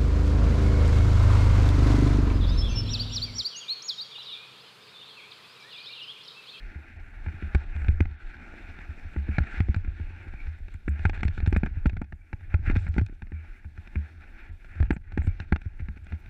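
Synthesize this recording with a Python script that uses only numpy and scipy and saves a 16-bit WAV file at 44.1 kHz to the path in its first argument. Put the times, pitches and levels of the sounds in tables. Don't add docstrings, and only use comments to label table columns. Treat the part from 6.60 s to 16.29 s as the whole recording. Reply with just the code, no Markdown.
import sys
import numpy as np
from scipy import signal
from scipy.fft import rfft, irfft
from scipy.io import wavfile
from scipy.ndimage import uniform_filter1d

SR = 44100
rng = np.random.default_rng(int(sys.argv[2]) if len(sys.argv) > 2 else 0)


def makeup_ratio(level_db):
    decades = np.asarray(level_db, float) / 20
    return 10 ** decades


def generate_wav(signal):
    frames = np.transpose(np.atleast_2d(signal))
    scaled = np.clip(frames, -1, 1) * 32767
    pcm = np.round(scaled).astype(np.int16)
    wavfile.write(sys.argv[1], SR, pcm)


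N = 427329


def rms_one(x):
    return x / np.sqrt(np.mean(x ** 2) + 1e-20)


def band(x, low_hz, high_hz, order=2):
    return signal.sosfilt(signal.butter(order, [low_hz, high_hz], "band", fs=SR, output="sos"), x + 1e-18)


def drift(rate):
    r = np.exp(-80 * np.pi * rate / SR)
    noise = rng.standard_normal(N // 40 + 2002)
    slow = signal.lfilter([1], [1, -2 * r, r * r], noise)[2000:]
    return np.interp(np.arange(N) / 40, np.arange(len(slow)), rms_one(slow))


def add(out, s, piece):
    i = max(round(s * SR), 0)
    out[i:i + len(piece)] += piece[:N - i]


def in_time(rows):
    s, *columns = np.transpose(rows)
    return [np.interp(np.arange(N) / SR, s, c) for c in columns]


def add_swings(curve_db, spans, taper):
    for middle_s, length_s, change_db in spans:
        swing = change_db * signal.windows.tukey(round(length_s * SR), taper)
        add(curve_db, middle_s - length_s / 2, swing)


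def narrow_hiss(spans, low_hz, high_hz):
    gate = np.zeros(N)
    for s, length_s, level_db in spans:
        add(gate, s, makeup_ratio(level_db) * np.hanning(round(length_s * SR)))
    return gate * makeup_ratio(2 * drift(120)) * rms_one(band(rng.standard_normal(N), low_hz, high_hz))


# start_s, level_db, gravel_looseness_db
RIDE = [(0, -53.5, 1), (.42, -57, -1.5), (1.1, -48.5, 1), (1.55, -60, -0.5), (1.86, -50.5, 1.5),
        (2.4, -54.5, 0.5), (2.9, -53, 1), (3.3, -55, 0), (3.85, -57, 0.5), (4.2, -67, 2.5), (4.5, -57, 1.5),
        (5.15, -57.5, -2), (5.5, -73.5, -6.5), (6.2, -54, 0.5), (6.6, -69.5, -4.5), (7.5, -56, 2.5),
        (8.4, -67, -2), (9.69, -61.5, 0.5)]
# middle_s, length_s, roar_change_db
SCRAPES = [(1.085, 0.092, -3.5), (2.742, 0.076, 7.5), (2.916, 0.23, 7.5), (1.02, 0.063, 5.5),
           (4.997, 0.06, 6), (2.948, 0.081, 3.5), (5.121, 0.037, -8.5), (5.173, 0.047, 2),
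           (8.287, 0.024, -4.5), (8.417, .015, 12), (3.263, 0.23, -4.5), (4.141, 0.054, 5.5),
           (4.388, 0.2, 8), (4.554, 0.04, 18.5), (4.598, 0.037, 10), (4.46, 0.017, 12), (4.748, 0.11, 2),
           (5.83, 0.046, 4), (5.925, 0.06, 9.5), (6.089, 0.079, 13), (6.065, 0.092, 7), (8.262, .025, 4.5),
           (6.174, 0.051, 7), (6.31, 0.066, -4.5), (6.852, 0.32, 6), (7.108, 0.11, -8), (7.553, 0.14, -6),
           (7.818, 0.14, 5.5), (7.955, 0.1, -6), (8.237, 0.33, 8), (8.409, 0.065, -12), (8.642, 0.4, 6),
           (8.823, 0.066, 10), (9.2, 0.025, 11.5), (9.332, 0.15, -4.5), (9.371, 0.026, 10),
           (9.44, 0.1, -5.5), (9.493, 0.16, 3.5)]
# middle_s, length_s, grit_change_db
SLIDES = [(2.939, 0.12, 4), (4.348, .1, -3.5), (4.549, 0.032, -0.5), (4.763, 0.079, 9), (6.064, 0.055, 1.5),
          (6.22, 0.15, 4), (6.347, 0.084, 10.5), (6.545, 0.032, 8), (7.602, 0.87, -3)]
GRIT_DB, GRIT_FOLLOWS, SCRAPE_GRIT_FOLLOWS = -72, 0.65, 0.56
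SKIP_DB_PER_DB, SKIP_FROM_DB, SKIP_S = 0.3, -33, 0.058


def ground():
    ride_db, loose_db = in_time(RIDE)
    quick_db = np.zeros(N)
    add_swings(quick_db, SCRAPES, .35)
    add_swings(loose_db, SLIDES, .5)
    t = np.arange(SR // 3) / SR / SKIP_S
    sag = t ** 2 * np.exp(2 - 2 * t)
    for s, knock_db, *_ in SLAMS:
        add(quick_db, s, -SKIP_DB_PER_DB * max(knock_db - SKIP_FROM_DB, 0) * sag)
    grit_db = GRIT_DB + GRIT_FOLLOWS * (ride_db + 57.5) + SCRAPE_GRIT_FOLLOWS * quick_db + loose_db
    return ride_db + quick_db, grit_db


SCRAPE_BODY_FOLLOWS = 0.63


def roar(level_db, bright_db, patchy_db=1.33, grit_db=0.5):
    grains = rng.standard_normal((2, N))
    grains = grains * makeup_ratio(grit_db * np.minimum(rng.exponential(1, (2, N)), 4))
    stones_per_s = 60 * makeup_ratio(0.6 * (level_db + 48.5))
    stones = rng.random(N) < stones_per_s / SR
    stones = stones * makeup_ratio(16 + 4.5 * rng.exponential(1, N).clip(0, 3)) * rng.choice([-1, 1], N)
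    grains = rms_one(grains) + stones
    together = drift(28)
    out = 0
    for k, low_hz in enumerate(100 * 2. ** np.arange(0, 6.5, .5)):
        half_octave = band(grains[k % 2], low_hz, np.sqrt(2) * low_hz)
        drive_db = level_db
        if k < 4:
            drive_db = .75 * uniform_filter1d(level_db + 56.5, size=SR // 5) - 58.5
        elif k < 7:
            steady_db = uniform_filter1d(level_db, size=SR // 3)
            drive_db = SCRAPE_BODY_FOLLOWS * level_db + (1 - SCRAPE_BODY_FOLLOWS) * steady_db
        elif k >= 10:
            drive_db = bright_db + 20
        flicker_db = patchy_db * (0.88 * together + 1.3 * drift(6.5))
        out = out + half_octave * makeup_ratio(drive_db + flicker_db)
    air_db = 0.7 * bright_db - 3.5 + gain_control() + 1.2 * together
    return out + band(rng.standard_normal(N), 9100, 13000, order=1) * makeup_ratio(air_db)


# pitch_hz, level_db (per Hz)
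CASE = [(100, -4), (210, 2), (350, 0.5), (480, -13.5), (870, -5.5), (985, -18), (1250, -12), (1400, -1.5),
        (1630, -0.5), (1900, -5), (2500, -3.5), (3150, -25), (4400, -31), (4750, -36), (8500, -47)]
# centre_hz, width_hz, lift_db
WALLS = [
    (2570, 110, -3),
    (3370, 97, 3),
    (3534, 60, -8),
    (3634, 160, 6.5),
    (4300, 140, 3.5),
    (5220, 150, 6),
    (5860, 340, 5),
    (7400, 620, 4),
]


def through_case(x):
    size = 8192
    hz = np.maximum(np.arange(size // 2 + 1) * SR / size, 1)
    case_hz, case_db = np.transpose(CASE)
    level_db = np.interp(np.log(hz), np.log(case_hz), case_db)
    for centre_hz, width_hz, lift_db in WALLS:
        level_db = level_db + lift_db / (1 + (2 * (hz - centre_hz) / width_hz) ** 2)
    cepstrum = irfft(np.log(makeup_ratio(level_db)))
    cepstrum[1:size // 2] *= 2
    cepstrum[size // 2 + 1:] = 0
    response = irfft(np.exp(rfft(cepstrum)))
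    response /= np.sqrt(np.sum(band(response, 1200, 3000) ** 2))
    return signal.fftconvolve(x, response)[:N]


# start_s, knock_db, push_db, jolt_db, ring_hz
SLAMS = [(0.949, -17, -19.5, -2.5, 71.4), (1.284, -29, -40, -3, 75.3), (1.406, -24.5, -19.5, -4, 84),
         (2.784, -18.5, -18, -20, 111), (3.004, -22.5, -24.5, -8, 89), (3.163, -38.5, -51, -12.5, 89),
         (4.453, -15.5, -19, -6, 88), (4.496, -27.5, -32.5, -28, 78), (4.652, -34, -42, -7.5, 76),
         (4.681, -30.5, -60, -17, 89), (4.875, -33.5, -34, -5, 87), (4.927, -28.5, -22.5, -12.5, 65),
         (4.964, -20, -20.5, -6, 73), (5.258, -24.5, -17, -5.5, 63), (5.942, -21, -25, -3, 83),
         (6.161, -28.5, -24.5, -7, 90.4), (6.365, -40, -28, -16.5, 58), (6.382, -22, -17.5, -12, 77.5),
         (6.413, -40.5, -31, -11.5, 99.4), (8.203, -30, -26, -3, 79.7), (8.228, -30, -30, -10.5, 54),
         (8.307, -19.5, -14.5, -13.5, 60.4), (8.672, -34.5, -33, -8, 87), (8.924, -15, -15, -8, 74.3)]
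# edge_db (against the knock), push_cycle_ms, mount_lag_ms
SLAM_CONTACT = [(-18, 7.6, 5.1), (-8.5, 15, 5.9), (-9, 3.04, 3), (-13, 6.9, 3.3), (-12.5, 4.7, 0.63),
                (-12, 8.2, 1.2), (-14, 5.96, 2.8), (-9.5, 3, 1.9), (-6, 4.5, 0.32), (-5, 4.5, 2.5),
                (-9, 4, 0.33), (-11, 4.1, 2.2), (-16, 5, 4.65), (-14, 4.96, 7.9), (-19, 6.2, 3.2),
                (-12.5, 3.96, 3.57), (-19, 4.8, 1.9), (-14.5, 4.1, 5), (-7, 2.7, 2.7), (-13.5, 5.9, 3.4),
                (-13, 4.3, 2.4), (-15.5, 3.35, 5.5), (-14, 3.8, 3.5), (-21.5, 5.02, 2)]
# start_s, knock_db, jolt_db, ring_hz, t60_s
THUMPS = [(0.663, -32, -17.5, 78, 0.15), (0.825, -33, -20.5, 72.3, 0.22), (2.563, -31.5, -16.5, 70.2, 0.33),
          (2.684, -41.5, -14, 73, 0.18), (3.086, -36, -6, 69, 0.089), (3.248, -37, -34, 76, 0.18),
          (4.28, -24.5, -15, 73.2, 0.31), (4.778, -29, -19.5, 76.4, 0.11), (5.034, -23, -24, 72.3, 0.3),
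          (5.368, -34.5, -26.5, 74.5, 0.3), (5.417, -33.5, -24, 72.6, 0.15), (5.524, -37.5, -26, 73, 0.11),
          (5.73, -30.5, -15, 77.6, 0.05), (6.1, -21.5, -31, 74.5, 0.11), (6.621, -33.5, -22, 71, 0.075),
          (6.72, -37.5, -24.5, 78, 0.45), (7.046, -45, -26.5, 77.3, 0.17), (7.177, -43, -25.5, 78, 0.1),
          (7.357, -27.5, -15, 74.3, 0.26), (8.365, -38, -32, 73, 0.16), (8.576, -24, -16.5, 75, 0.2),
          (9.197, -44.5, -19.5, 98, 0.042), (9.286, -33, -24, 71, 0.17), (9.523, -35, -21.5, 75, 0.15)]
# start_s, jolt_db, ring_hz, t60_s
BUMPS = [(.156, -26, 72, 0.2), (0.739, -26.5, 83.5, 0.15), (1.153, -20, 73, 0.4), (1.203, -24, 61.2, 0.71),
         (1.507, -25.5, 73, 0.19), (2.29, -23.5, 73.5, 0.18), (2.807, -7.5, 67.5, 0.097),
         (2.973, -21.5, 61.7, 0.54), (3.279, -13, 64, 0.069), (3.402, -19.5, 81, 0.21),
         (3.741, -20.5, 63, 0.075), (3.871, -20.5, 61, 0.12), (4.005, -26, 67, 0.13), (4.146, -24, 80, 0.1),
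         (4.314, -25, 70.4, 0.34), (4.396, -20.5, 77.5, 0.16), (4.622, -19.5, 82.6, 0.063),
         (4.829, -9, 73, 0.1), (4.904, -24, 88, 0.029), (5.172, -15.5, 85.5, 0.077), (5.321, -25, 92, 0.32),
         (5.994, -19.5, 73, 0.14), (6.077, -5.5, 81.6, 0.046), (6.128, -16, 68.6, 0.3),
         (6.287, -13.5, 64.5, 0.11), (7.892, -31, 81.3, 0.29), (8.592, -13, 68.5, 0.063),
         (8.646, -14, 81, 0.022), (9.061, -15.5, 84, 0.084), (9.221, -19, 68.7, 0.14),
         (9.269, -36.5, 53.7, 1), (1.465, -24.5, 70, 0.11), (1.752, -34.5, 72.5, 0.25),
         (2.089, -31, 74, 0.18), (2.453, -29.5, 73, 0.17), (5.111, -22, 71, 0.16),
         (7.558, -36.5, 77.6, 0.3), (8.255, -32, 70, .12), (8.531, -24.5, 75, .15), (8.798, -24, 79, 0.13)]
RING_T60_S, RING_DB_PER_DB, RING_MAX_S = 0.07, .5, 0.48
THUMP_LAG_S = 0.00537
OVERTONE_HZ, OVERTONE_DB, OVERTONE_T60_S = 197, -17, 0.22
BOTTOM_HZ, BOTTOM_DB, BOTTOM_T60_S = 143, -7.5, 0.037
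LINGER_DB, LINGER_T60_S = -18.5, 0.26
DEEP_HZ, DEEP_DB, DEEP_T60_S = 34, -21, .12


def jolts():
    slams = []
    for (s, _, _, db, hz), (*_, lag_ms) in zip(SLAMS, SLAM_CONTACT):
        t60_s = min(RING_T60_S * makeup_ratio(-RING_DB_PER_DB * (db + 4.5)), RING_MAX_S)
        slams.append((s + lag_ms / 1000, db, hz, t60_s))
    thumps = [(s + THUMP_LAG_S, db, hz, t60_s) for s, _, db, hz, t60_s in THUMPS]
    struck = slams + thumps + list(BUMPS)
    overtones = [(s, db + OVERTONE_DB, OVERTONE_HZ, min(OVERTONE_T60_S, t60_s)) for s, db, _, t60_s in thumps]
    bottoms = [(s, db + BOTTOM_DB, BOTTOM_HZ, BOTTOM_T60_S) for s, db, *_ in slams]
    lingers = [(s, db + LINGER_DB, hz, LINGER_T60_S) for s, db, hz, _ in slams]
    nods = [(s, db + DEEP_DB, DEEP_HZ, DEEP_T60_S) for s, db, *_ in struck]
    return struck + overtones + bottoms + lingers + nods


# start_s, sway_db, mount_tremble_db
HEAD = [(0.0, -26, -55), (0.16, -38, -52), (1.46, -20.5, -43.5), (1.59, -32.5, -50), (2.43, -35.5, -46),
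        (3.05, -30, -59), (3.48, -28, -37.5), (4.34, -31.5, -55.5), (4.61, -18, -36.5), (5.21, -26, -48.5),
        (5.67, -42.5, -55), (6.12, -19, -29.5), (6.74, -38.5, -51), (8.04, -32, -57), (8.23, -34, -27.5),
        (8.47, -35, -43.5), (8.61, -21, -41.5), (9.69, -38.5, -43.5)]
RING_HOLD = 1.52
LOAD_DB = -9.5


def mount():
    sway_db, tremble_db = in_time(HEAD)
    tremble = band(rng.standard_normal(N) * makeup_ratio(4.9 * drift(11.4)), 76.2, 83.8, order=1)
    sway = band(rng.standard_normal(N), 18.1, 39.1)
    sway = sway * uniform_filter1d(sway ** 2, size=SR // 12) ** 0.45
    rings = np.zeros(N)
    t = np.arange(SR // 2) / SR
    rise = 1 - np.exp(-t / .002)
    for s, peak_db, hz, t60_s in jolts():
        fall_db = 20 * (3 * t / max(t60_s, .03)) ** RING_HOLD
        add(rings, s, -makeup_ratio(peak_db - 3.5 - fall_db) * rise * np.sin(2 * np.pi * hz * t))
    for (s, *_, peak_db, _), (*_, lag_ms) in zip(SLAMS, SLAM_CONTACT):
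        load = np.hanning(round((lag_ms + 2) * SR / 1000))
        add(rings, s - .001, makeup_ratio(peak_db + LOAD_DB) * min(lag_ms / 5, 1) ** 2 * load)
    return rings + makeup_ratio(tremble_db) * rms_one(band(tremble, 60, 126)) + makeup_ratio(sway_db - 8.5) * rms_one(sway)


DUCK_DB_PER_DB, DUCK_FROM_DB, DUCK_S = 0.83, -17, 0.35


def gain_control():
    loss_db = np.zeros(N)
    t = np.arange(SR) / SR
    for s, peak_db, *_ in jolts():
        i = round(s * SR)
        duck_db = -DUCK_DB_PER_DB * max(peak_db - DUCK_FROM_DB, 0) * np.exp(-t[:N - i] / DUCK_S)
        loss_db[i:i + SR] = np.minimum(loss_db[i:i + SR], duck_db)
    return uniform_filter1d(loss_db, size=400)


def preamp_hiss(shape):
    level_db = -81.5 + gain_control() + 1.5 * drift(15)
    return makeup_ratio(level_db) * rms_one(band(rng.standard_normal(shape), 300, 11500))


# start_s, push_db, push_cycle_ms
FLEXES = [(0.159, -45.5, 5), (.742, -45, 5.7), (.83, -41.5, 3.4), (1.94, -39, 2.1), (2.378, -45, 2.9),
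          (2.69, -30.5, 3.5), (2.942, -39.5, 3.8), (3.257, -52, 5.6), (3.399, -42.5, 3.1),
          (3.507, -45, 2.6), (3.671, -43, 3.4), (4.307, -50, 3.9), (4.605, -43, 3.9), (4.7, -39, 10),
          (5.048, -36, 3.6), (5.074, -38, 3.7), (5.332, -39, 5.2), (6.133, -39, 3.6), (6.265, -35.5, 7.5),
          (6.497, -40.5, 3.5), (6.527, -44, 3.2), (8.336, -37, 3.3), (8.827, -47, 3.8), (9.37, -45, 3.8),
          (9.533, -40.5, 3.9)]
# start_s, knock_db, edge_db
CLACKS = [(0.685, -38, -67), (1.246, -34, -47), (1.455, -32.5, -49), (2.188, -36, -50), (2.836, -33, -46),
          (3.145, -26, -35), (3.87, -41.5, -55), (4.083, -41, -51), (4.533, -36, -58), (4.607, -44, -45),
          (4.632, -20, -31), (4.803, -33, -43), (4.862, -34.5, -38), (4.949, -32, -50), (5.062, -28.5, -46),
          (5.069, -34, -52), (5.267, -57, -40.5), (6.167, -42, -35), (6.354, -45, -58), (1.164, -34.5, -46),
          (1.94, -46, -48), (5.296, -38, -43), (5.443, -49.5, -59), (6.154, -31.5, -43), (6.267, -35, -51),
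          (6.341, -37.5, -48), (6.395, -29.5, -43), (6.464, -47, -41.5), (6.67, -45, -62),
          (7.274, -41.5, -46.5), (8.329, -35, -60), (8.521, -39.5, -48.5), (8.619, -34.5, -53),
          (8.801, -29.5, -33.5), (8.961, -27, -42), (9.017, -46, -49.5), (9.468, -42, -48.5)]
# start_s, knock_db
PELLETS = [(1.218, -34), (1.2844, -32), (1.4051, -21), (1.423, -35), (3.3988, -39), (3.6807, -40),
           (3.738, -37.5), (4.1419, -38.5), (4.3934, -32.5), (4.5756, -30), (4.75, -54), (5.332, -45),
           (5.808, -41.5), (6.0614, -47), (6.1116, -24.5), (6.2789, -34), (6.486, -45), (6.848, -43),
           (8.046, -40), (8.155, -37), (8.6016, -40), (9.6602, -38)]
# push_db, edge_db (both against the knock), push_cycle_ms
THUMP_CONTACT = [(-7.5, -20, 3.2), (1, -32, 3.15), (1.5, -28, 3.1), (5, -19, 2.1), (4.5, -17, 2.9),
                 (-3.5, -14, 3.5), (1, -25, 3.3), (-7, -24, 3.3), (3.5, -20.5, 4.8), (0, -14.5, 7.4),
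                 (7, -17.5, 3.9), (-5.5, -19, 6.3), (-9.5, -17, 4.3), (1, -23, 3.35), (-10.5, -15, 5.4),
                 (0.5, -25, 3.5), (-12, -23, 3), (-12, -10, 3.7), (-4, -25, 4), (4.5, -11, 5.5),
                 (3.5, -16.5, 3.5), (-9, -17, 4.2), (-3.5, -17, 5.7), (-6, -13.5, 5.7)]
SLAM_BODY_DB = [-1, -1, -1, 2, -6, -2, -1, 4, 1, 0, 2, 8, 3.5, 11, -4, 1, 13, -2, 5, 8, 4, -3, 3, 1]
THUMP_BODY_DB = [1, -8, -5, -1, 2, -6, -7, -3, 0, 1, 6, 2.5, 3.5, -10, -21, -3, -10, -2, -5, 0, 0, 2, -27,
                 1]
BODY_DB, PUSH_MS = -2, 5
CLACK_PUSH_DB = -8.5
PELLET_DB, PELLET_PUSH_DB, PELLET_EDGE_DB = -5, -15, -17.5
BUMP_KNOCK_DB, BUMP_PUSH_DB, BUMP_LEAD_S = -32, -27, .0029


def case_hits():
    hits = []
    for (s, db, push_db, *_), (edge_db, ms, _), body_db in zip(SLAMS, SLAM_CONTACT, SLAM_BODY_DB):
        hits.append((s, db, push_db, db + edge_db, ms, body_db))
    for (s, db, *_), (push_db, edge_db, ms), body_db in zip(THUMPS, THUMP_CONTACT, THUMP_BODY_DB):
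        hits.append((s, db, db + push_db, db + edge_db, ms, body_db))
    for s, db, edge_db in CLACKS:
        hits.append((s, db, db + CLACK_PUSH_DB, edge_db, PUSH_MS, BODY_DB))
    for s, db in PELLETS:
        hits.append((s, db + PELLET_DB, db + PELLET_PUSH_DB, db + PELLET_EDGE_DB, PUSH_MS, BODY_DB))
    for s, db, *_ in BUMPS:
        edge_db = db + 2 * BUMP_KNOCK_DB
        hits.append((s - BUMP_LEAD_S, db + BUMP_KNOCK_DB, db + BUMP_PUSH_DB, edge_db, PUSH_MS, BODY_DB))
    for s, db, ms in FLEXES:
        hits.append((s, db - 10, db, db - 25, ms, BODY_DB))
    return hits


def knocks():
    contact, body, edge, push = np.zeros((4, N))
    t = np.arange(SR // 20) / SR
    for s, peak_db, push_db, edge_db, cycle_ms, body_db in case_hits():
        noise = rng.standard_normal(len(t))
        length_s = 0.0036 * makeup_ratio(2.5 * np.tanh(noise[2]))
        rebound_s = 0.0044 * makeup_ratio(1.6 * np.tanh(noise[3]))
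        rebound = 0.25 * np.exp(-((t - rebound_s) / 0.0028) ** 2)
        shape = np.exp(-(t / length_s) ** 2) + rebound + 0.038 * np.exp(-t / 0.039)
        rough = makeup_ratio(peak_db - 9) * shape * noise / np.sqrt(np.average(noise ** 2, weights=shape ** 2))
        rough[:4] += 0.83 * makeup_ratio(peak_db)
        add(contact, s - .0004, rough)
        add(body, s - .0004, makeup_ratio(body_db) * rough)
        sharp = noise[::-1] / np.sqrt(np.average(noise[::-1] ** 2, weights=shape ** 4))
        add(edge, s - .0002, makeup_ratio(edge_db + 10.5) * shape ** 2 * sharp)
        cycles = 1000 * t / max(cycle_ms, 2)
        add(push, s - .0018, makeup_ratio(push_db + 12) * np.sin(2 * np.pi * cycles) * np.exp(-1.6 * cycles))
    hardest = edge ** 3 / np.max(edge ** 2)
    inside = band(body, 280, 800) - band(contact, 740, 2700)
    inside = inside + band(edge, 3100, 6900) + 1.4 * band(hardest, 7400, 16000)
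    dull_push = band(band(push, 72, 330, order=1), 13, 400)
    return through_case(inside) + dull_push


# middle_s, length_s, loss_db
DROPOUTS = [
    (.385, .03, -8),
    (1.573, .035, -8),
    (7.908, .03, -10),
    (8.5, .03, -6),
]


def treble_dropouts(mix):
    loss_db = np.zeros(N)
    add_swings(loss_db, DROPOUTS, .5)
    treble = signal.sosfiltfilt(signal.butter(2, 4000, "high", fs=SR, output="sos"), mix)
    return mix - (1 - makeup_ratio(loss_db)) * treble


# start_s, peak_db, very_high_share_db
TICKS = [(0.9473, -50, -13), (1.1992, -65, -26), (1.22, -66, -16), (1.4037, -66, -9), (2.7826, -69, -18),
         (3.002, -58, -6), (3.144, -62, -10), (3.162, -59, -16.5), (3.3942, -69, -15), (3.9878, -67, -20),
         (4.142, -52, -18), (4.2812, -66, -19), (4.293, -48.5, -20), (4.453, -55, -32), (4.492, -59, -8),
         (4.6324, -62, -19), (4.6523, -55, -20), (4.6803, -61, -21), (4.8735, -51, -18), (4.9082, -58, -12),
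         (4.9254, -56, -11), (4.972, -46.5, -8), (5.0584, -61, -14), (5.2609, -59, -12), (5.2702, -51, -5),
         (5.418, -61, -25), (5.5588, -67, -22.5), (6.0545, -63, -14), (6.0995, -55, -18),
         (6.1524, -56, -20), (6.1644, -62, -22), (6.249, -63, -21), (6.2881, -54, -9), (6.381, -55, -8),
         (6.4625, -51.5, -16), (8.227, -63, -17), (8.307, -49, -9.5), (8.331, -56, -15), (8.5195, -77, -15),
         (8.584, -62, -21), (8.6373, -64, -19), (8.6487, -60, -19), (8.8004, -69, -20), (8.9236, -56, -13),
         (9.0149, -66, -23), (9.4454, -59, -27)]
# start_s, length_s, peak_db
CHATTERS = [
    (8.313, 0.045, -59),
    (8.63, .045, -58.5),
    (1.15, .1, -66),
    (6.17, .1, -64),
    (4.63, .03, -60),
]
CHATTER_GAP_S = 0.0085


def chain(bright_db):
    clicks = rng.random(N) < 120 / SR
    clicks = clicks * makeup_ratio(bright_db + 8 + 3.2 * rng.exponential(1, N).clip(0, 3))
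    high = .12 * clicks
    taps = [(*tick, 0) for tick in TICKS]
    for s, length_s, db in CHATTERS:
        taps += [(s + lag_s, db, -19, 1) for lag_s in np.arange(0, length_s, CHATTER_GAP_S)]
    bursts = rng.standard_normal((len(TICKS) + 100, 110))
    for (s, peak_db, high_db, loose), burst in zip(taps, bursts):
        tap = makeup_ratio(peak_db + 7.5 + 3 * loose * burst[0]) * rms_one(burst) * np.hanning(len(burst))
        add(clicks, s - .0014 + 0.0013 * loose * burst[1], tap)
        add(high, s - .0014, makeup_ratio(high_db) * tap)
    return band(clicks, 6980, 8450, order=3) + band(high, 10000, 13000, order=3)


# start_s, length_s, level_db
SKIDS = [
    (2.7, 0.12, -45),
    (3.7, 0.19, -52),
    (5.56, 0.15, -68.5),
    (6.71, 0.13, -59.5),
    (8.62, 0.15, -54),
]


def skidding_tyre():
    return narrow_hiss(SKIDS, 2230, 2370)


# start_s, length_s, level_db
SQUEAKS = [
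    (7.725, .03, -86),
    (7.794, .026, -82),
    (9.575, .045, -78),
    (9.655, .025, -80),
]


def brake():
    return narrow_hiss(SQUEAKS, 13200, 13480)


def scene():
    level_db, bright_db = ground()
    total = through_case(roar(level_db, bright_db)) + mount() + knocks()
    total = total + chain(bright_db) + skidding_tyre() + brake()
    return total[None]


CEILING = 0.46


def roll_off(x):
    return signal.sosfilt(signal.butter(12, 15720, fs=SR, output="sos"), x)


def record(dry):
    full = treble_dropouts(dry + preamp_hiss(dry.shape))
    limited = band(CEILING * np.tanh(full / CEILING), 10, 19000, order=1)
    return roll_off(limited)


dry = scene()
out = record(dry)
generate_wav(out)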